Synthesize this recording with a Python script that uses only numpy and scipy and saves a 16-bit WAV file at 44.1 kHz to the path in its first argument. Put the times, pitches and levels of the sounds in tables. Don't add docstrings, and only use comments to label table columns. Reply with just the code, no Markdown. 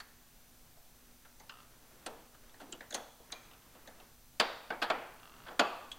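import sys
import numpy as np
from scipy import signal
from scipy.fft import rfft, irfft, next_fast_len
from scipy.io import wavfile
from scipy.ndimage import map_coordinates

SR = 44100
rng = np.random.default_rng(int(sys.argv[2]) if len(sys.argv) > 2 else 0)


def put_to_file(sound):
    columns = np.atleast_2d(sound).T
    safe = np.clip(columns, -1, 1)
    whole_steps = np.round(safe * 32767)
    wavfile.write(sys.argv[1], SR, whole_steps.astype(np.int16))


def undo_db(level):
    steps = np.asarray(level, float) / 20
    return 10 ** steps


N = 263718
SPAN = 2 ** 15
HZ = np.fft.rfftfreq(SPAN, 1 / SR)

# (frequency [Hz], width [Hz], level [dB])
HOLLOW = [(214, 56, -4), (352, 68, -3.5), (463.6, 48, 1.5), (688, 263, 1), (980, 330, -7.5)]


def along(points, hz, column=1):
    table = np.transpose(points)
    return np.interp(np.log(hz + 1), np.log(table[0] + 1), table[column])


def noise(spectrum):
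    m = next_fast_len(N)
    white = rfft(rng.standard_normal(m))
    gain = undo_db(along(spectrum, np.fft.rfftfreq(m, 1 / SR)))
    x = irfft(white * gain, m)[:N]
    return x / x.std()


def wobble(rate):
    knots = rng.standard_normal(int(N * rate / SR) + 4)
    return map_coordinates(knots, [np.arange(N) * rate / SR])


def resonances(modes):
    response = 0
    for k, (centre, width, db) in enumerate(modes):
        loss = 1j * HZ * abs(width)
        response = response + (-1) ** k * undo_db(db) * loss / (centre ** 2 - HZ ** 2 + loss)
    centres = [mode[0] for mode in modes]
    response = response / (1 + 1j * HZ / (1.68 * max(centres))) ** 2
    response = response * 1j * HZ / (0.23 * min(centres) + 1j * HZ)
    return response / np.sqrt(np.mean(abs(response) ** 2))


def tail(space, frames, gap_s):
    hz, t = np.fft.rfftfreq(256, 1 / SR), np.arange(frames) * 128 / SR
    z = rng.standard_normal((len(hz), frames, 2)) @ [1, 1j]
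    t60 = np.maximum(along(space, hz), .02)[:, None]
    level_db = along(space, hz, column=2)[:, None]
    x = signal.istft(z * undo_db(level_db - 60 * t / t60), SR, nperseg=256)[1]
    x = x / np.linalg.norm(x)
    return rfft(np.pad(x, (round(SR * gap_s), 0)), SPAN)


def garage(bay_db, room_db):
    # (frequency [Hz], t60 [s], level [dB])
    bay = [(153, 0.096, -4.5), (970, 0.21, -2), (4000, 0.075, -1), (12100, 0.022, -6)]
    # (frequency [Hz], t60 [s], level [dB])
    room = [(150, 1, -9), (405, 0.51, 9), (1090, 0.78, 5.5), (2370, 0.7, 3.5), (5000, 0.8, -4.5),
            (5470, 0.62, -0.5), (8900, 0.73, -9), (15200, 0.059, 12)]
    return undo_db(bay_db) * tail(bay, 50, .002) + undo_db(room_db) * tail(room, 200, .008)


def add(track, s, parts, bay_db, room_db):
    t = np.arange(SR // 10) / SR
    sound, space = 0, garage(bay_db, room_db)
    for db, body, contact_s in parts:
        onset = 1 - np.exp(-t / (0.00034 + 0.095 * contact_s))
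        hold = onset * np.exp(-(t / max(contact_s, .001)) ** 1.08)
        near = rfft(rng.standard_normal(len(t)) * hold, SPAN) * body
        near /= np.linalg.norm(near) / np.linalg.norm(body)
        far = body * space
        sound = sound + undo_db(db) * np.linalg.norm(hold) * (near + far)
    track[max(round(s * SR), 0):][:SPAN] += irfft(sound, SPAN)


def hiss_and_rumble():
    # (frequency [Hz], density [dB per Hz])
    low = [(12, 3), (20, 1.5), (91, -14), (163, -13.5), (210, -25.5), (241, -16), (301, -22)]
    # (frequency [Hz], density [dB per Hz])
    high = [(558, -29.5), (738, -24.5), (1000, -28), (1190, -29), (3840, -26), (12100, -27.5),
            (16000, -27.5)]
    return undo_db(-60.5) * noise(low + high)


def side_hiss():
    # (frequency [Hz], density [dB per Hz])
    difference = [(12, -26), (20, -9), (74, -2), (146, -3), (976, -11), (1860, -11), (14700, -10.5),
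                  (16000, -23)]
    return undo_db(-78) * noise(difference)


def whines():
    # (frequency [Hz], rms level [dB])
    steady_tones = [(120, -79), (242.2, -77), (6012, -80.5), (12022, -76.5)]
    comb_hz, comb_db = 888.9, -90.5
    t = np.arange(N) / SR
    tones = 0
    for hz, db in steady_tones:
        level = undo_db(db + 0.9 * wobble(3.91))
        tones = tones + level * np.sin(2 * np.pi * hz * t + .5 * wobble(44))
    drift = .1 * wobble(30)
    comb = sum(np.sin(k * (2 * np.pi * comb_hz * t + k) + drift) for k in range(7, 18))
    return np.sqrt(2) * (tones + undo_db(comb_db) * comb)


def gloves():
    # (time [s], level [dB])
    rustle = [(0.1, -69), (0.516, -71), (1.218, -69.5), (1.46, -67.5), (1.914, -65.5), (2.04, -60.5),
              (2.3, -67.5), (2.58, -66.5), (3.2, -70.5), (3.3, -63.5), (3.6, -66.5), (3.922, -61),
              (4.036, -63.5), (4.16, -71.5), (4.36, -71), (5.17, -64.5), (5.46, -61.5)]
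    # (frequency [Hz], density [dB per Hz])
    cloth = [(120, -8.5), (250, -6), (600, -8), (1500, -10.5), (3000, -20), (6000, -27), (12000, -34)]
    s, db = np.transpose(rustle)
    strokes_db = 1.5 * wobble(25)
    return undo_db(np.interp(np.arange(N) / SR, s, db) + strokes_db) * noise(cloth)


def rings():
    # (time [s], frequency [Hz], level [dB], room level [dB])
    hoses = [(0.001, 1770, -45.5, -7), (0.77, 740, -61.5, -5), (1.253, 1520, -54, -14),
             (1.402, 825, -54.5, -6.5), (2.061, 3960, -43.5, -16), (2.072, 490, -47, -5),
             (2.615, 252, -60.5, 3), (2.678, 377, -55, -9), (2.724, 333, -49.5, -8),
             (2.806, 1900, -46.5, -11), (3.301, 1900, -54, 0), (4.398, 2200, -34, -1),
             (4.483, 597, -40.5, -5), (4.903, 2360, -29, -7), (5.463, 1480, -47, -11),
             (5.596, 790, -27, -7), (4.4, 1570, -27, -10), (3.325, 1260, -49, -2)]
    # (time [s], frequency [Hz], level [dB], room level [dB])
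    mounts = [(0.001, 4450, -45, -8), (3.322, 4700, -46.5, -6), (4.398, 3700, -26.5, -5),
              (4.398, 4670, -23.5, -7.5), (4.398, 7440, -38, -11), (4.703, 1560, -30.5, -20),
              (4.703, 2230, -46, 0), (4.820, 1616, -31, -6), (4.825, 5300, -46, -14), (4.9, 7400, -47, -8),
              (5.481, 3260, -48, -7), (5.594, 1450, -22, -25), (5.600, 1160, -32.5, 1),
              (5.594, 2600, -28.5, -5.5), (5.594, 4560, -28, -11.5), (5.594, 6940, -31.5, -11.5),
              (5.915, 3370, -36, -11), (2.062, 8400, -41.5, -13)]
    # (time [s], frequency [Hz], level [dB], room level [dB])
    sings = [
        (1.494, 5010, -54, -8),
        (2.946, 1900, -53, -7),
        (2.946, 3390, -54.5, 11),
        (2.946, 6470, -54, -6),
        (3.321, 2380, -51.5, 2.5),
        (3.322, 3330, -51, 1),
        (3.322, 6450, -50, 4),
        (2.946, 13700, -53, -12),
        (4.826, 11800, -52.5, -14),
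        (5.918, 7900, -55, -13),
    ]
    shortest_s, cycles = 0.0063, 8.7
    track = np.zeros(N + SPAN)
    for rows, q in ((hoses, 3.4), (mounts, 14.7), (sings, 32)):
        for s, hz, db, room_db in rows:
            body = resonances([(hz, hz / q, 0)])
            contact_s = max(shortest_s, cycles / hz)
            add(track, s, [(db, body, contact_s)], bay_db=-9, room_db=room_db)
    return track[:N]


def ratchet():
    # (frequency [Hz], width [Hz], level [dB])
    pawl = [(1250, 240, 0), (2740, 120, -0.5), (3400, 370, -9.5), (4480, 490, -11)]
    # (start time [s], tooth spacing [s], teeth [count])
    runs = [
        (1.5075, .0159, 7),
        (1.6304, 0, 1),
        (5.1985, 0, 1),
        (5.2314, .0219, 8),
        (5.4025, .0172, 4),
    ]
    run_db = (-49.5, -57, -50, -45.5, -48.5)
    run_fade_db = (0.5, 0, 0, 6, 2)
    run_lower_db = (4, 4, -6, 3, 4)
    scatter_db, late_share = 1.5, .04
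    track = np.zeros(N + SPAN)
    upper, lower = resonances(pawl[1:]), resonances(pawl[:1])
    for (start, spacing, teeth), first_db, fade_db, lower_db in zip(runs, run_db, run_fade_db, run_lower_db):
        for k, place in enumerate(np.linspace(0, 1, teeth)):
            late, size = rng.standard_normal(2)
            s = start + spacing * (k + late_share * late)
            db = first_db - fade_db * place + scatter_db * size
            tick = (upper + undo_db(lower_db) * lower) * (1 + garage(bay_db=-12, room_db=-10))
            track[round(s * SR):][:SPAN] += undo_db(db + 10.5) * irfft(tick, SPAN)
    return track[:N]


def clinks():
    # (time [s], peak level [dB], upper ring [Hz], lower ring level [dB], thud level [dB])
    light = [(1.2484, -60, 3230, 10, 2), (1.398, -54, 4550, 3.5, -4), (1.494, -41, 2820, 4.5, -16),
             (2.3446, -59, 2800, 8, -4), (2.4937, -55.5, 3500, -15, -7), (2.5418, -60, 4120, 11.5, 6.5),
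             (2.7252, -37.5, 2990, -4.5, -17), (2.806, -48.5, 3950, 10, 0.5), (2.908, -45.5, 4000, 6, -5),
             (2.9246, -40, 3400, -1.5, -2), (2.9434, -30.5, 4380, -7, -6.5), (3.1984, -65.5, 3470, -4, 13),
             (3.3225, -33.5, 4000, -10, -11), (3.4507, -57.5, 2660, 7.5, -5), (3.5116, -52, 2720, 2, -12),
             (3.5342, -54, 2690, 2, -8), (3.6202, -61, 3240, -2, -21), (3.7494, -56.5, 2800, 6, 5),
             (3.8112, -64, 2950, -6, -10), (3.8739, -48, 3820, 4.5, 1), (3.9993, -52.5, 2770, -2, -2),
             (5.9174, -54, 3160, -25.5, -13)]
    ring_ratio = 2.214
    track = np.zeros(N + SPAN)
    hollow = resonances(HOLLOW)
    for s, db, upper_hz, lower_db, thud_db in light:
        upper = resonances([(upper_hz, 350, 0), (3800, 2000, -10)])
        lower = resonances([(upper_hz / ring_ratio, 250, 0), (1700, 1200, -12)])
        parts = [(db - 1, upper, .0035),
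                 (db + lower_db - 6, lower, .0045),
                 (db + thud_db - 5.5, hollow, .015)]
        add(track, s, parts, bay_db=-6.0, room_db=-10.5)
    return track[:N]


def jaw_contacts():
    # (time [s], peak level [dB], ring [Hz], top mode level [dB], contact length [s])
    bright = [(1.395, -51.5, 6260, -17, 0.0043), (1.49, -58, 6500, -11, 0.0053),
              (2.722, -34, 7640, -19, 0.0027), (2.804, -60, 6130, -13, 0.006),
              (2.904, -43, 6560, -18, 0.0073), (2.922, -40, 6500, -10, 0.0017),
              (2.9376, -39, 5670, -16, 0.01), (2.9434, -25.5, 6450, -10, 0.0034),
              (3.318, -41, 6340, -8.5, 0.0054), (3.871, -53, 6480, -12, 0.006),
              (5.914, -46.5, 6450, -13, 0.0077)]
    # (frequency [Hz], width [Hz], level [dB])
    shank = [(9660, 1200, 10), (13700, 400, -22)]
    track = np.zeros(N + SPAN)
    top = resonances(shank)
    for s, db, ring_hz, top_db, contact_s in bright:
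        jaw = resonances([(ring_hz, 350, 0), (6800, 2500, -12)])
        parts = [(db - 11.5, jaw, contact_s), (db + top_db - 4.5, top, contact_s)]
        add(track, s, parts, bay_db=10, room_db=-1.5)
    return track[:N]


def blows():
    # (time [s], knock [dB], hollow thud [dB], steel [dB], contact length [s])
    laid = [
        (0.0004, -46, -8, -3, 0.011),
        (2.0618, -34.5, 6.5, -2, 0.0083),
        (2.126, -70, 5, -14, 0.0084),
        (2.5988, -46.5, 1.5, -6, 0.019),
        (2.612, -47.5, 9.5, -6, 0.013),
        (2.7426, -55.5, 12, -14, 0.0099),
        (2.827, -51, 2, -16, 0.012),
        (2.943, -38.5, 2.5, -7.5, 0.037),
        (2.972, -45.5, 15.5, -17, 0.0058),
    ]
    # (time [s], knock [dB], hollow thud [dB], steel [dB], contact length [s])
    pushed = [(4.3973, -20, 1.5, 0.5, 0.013), (4.702, -32, 7.5, -8.5, 0.011),
              (4.7204, -37.5, 4, -15, 0.013), (4.8164, -26.5, 0.5, -5, 0.011),
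              (4.8212, -28, -0.5, -0.5, 0.021), (4.8994, -20, 3.5, -9.5, 0.0093),
              (4.9115, -36, -2, -7, 0.0081), (5.466, -41, -5, -9, 0.012), (5.481, -40, 0, -11, 0.017),
              (5.506, -47.5, 6, -13, 0.041), (5.5922, -18.5, 3.5, -1, 0.011),
              (5.6092, -31, 16, -15, 0.0035)]
    # (frequency [Hz], width [Hz], level [dB])
    covers = [(1240, 640, 0.5), (1510, 400, 4.5), (1900, 740, -6.5)]
    # (frequency [Hz], width [Hz], level [dB])
    brackets = [(2600, 800, -5), (3460, 450, 0.5), (4000, 390, -2), (4700, 420, -3)]
    # (frequency [Hz], level [dB])
    crack_spectrum = [(4000, -26), (5500, 5), (8000, 3.5), (11000, 0.5), (13000, -3), (16000, -37)]
    crack_growth = 1.8
    track = np.zeros(N + SPAN)
    cover, hollow, bracket = resonances(covers), resonances(HOLLOW), resonances(brackets)
    crack = undo_db(along(crack_spectrum, HZ))
    for rows, crack_db in ((laid, -2), (pushed, -18)):
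        for s, db, thud_db, steel_db, contact_s in rows:
            parts = [(db - 7.5, cover, contact_s),
                     (db + thud_db - 9.5, hollow, 0.99 * contact_s),
                     (db + steel_db - 6.0, bracket, 0.88 * contact_s),
                     (db + crack_growth * steel_db + crack_db, crack, 0.77 * contact_s)]
            add(track, s, parts, bay_db=-7.0, room_db=-8)
    return track[:N]


def scene():
    near = blows() + clinks() + jaw_contacts() + rings() + ratchet() + gloves()
    apart = undo_db(-22.5) * np.gradient(near)
    return np.array([near + apart, near - apart])


def top_cut(x):
    return signal.sosfilt(signal.butter(12, 16240, fs=SR, output="sos"), x)


def record(dry):
    own = side_hiss()
    x = dry + hiss_and_rumble() + whines() + [own, -own]
    passed = np.fft.rfftfreq(N, 1 / SR) < 15850
    return top_cut(irfft(rfft(x) * passed, N))


dry = scene()
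out = record(dry)
put_to_file(out)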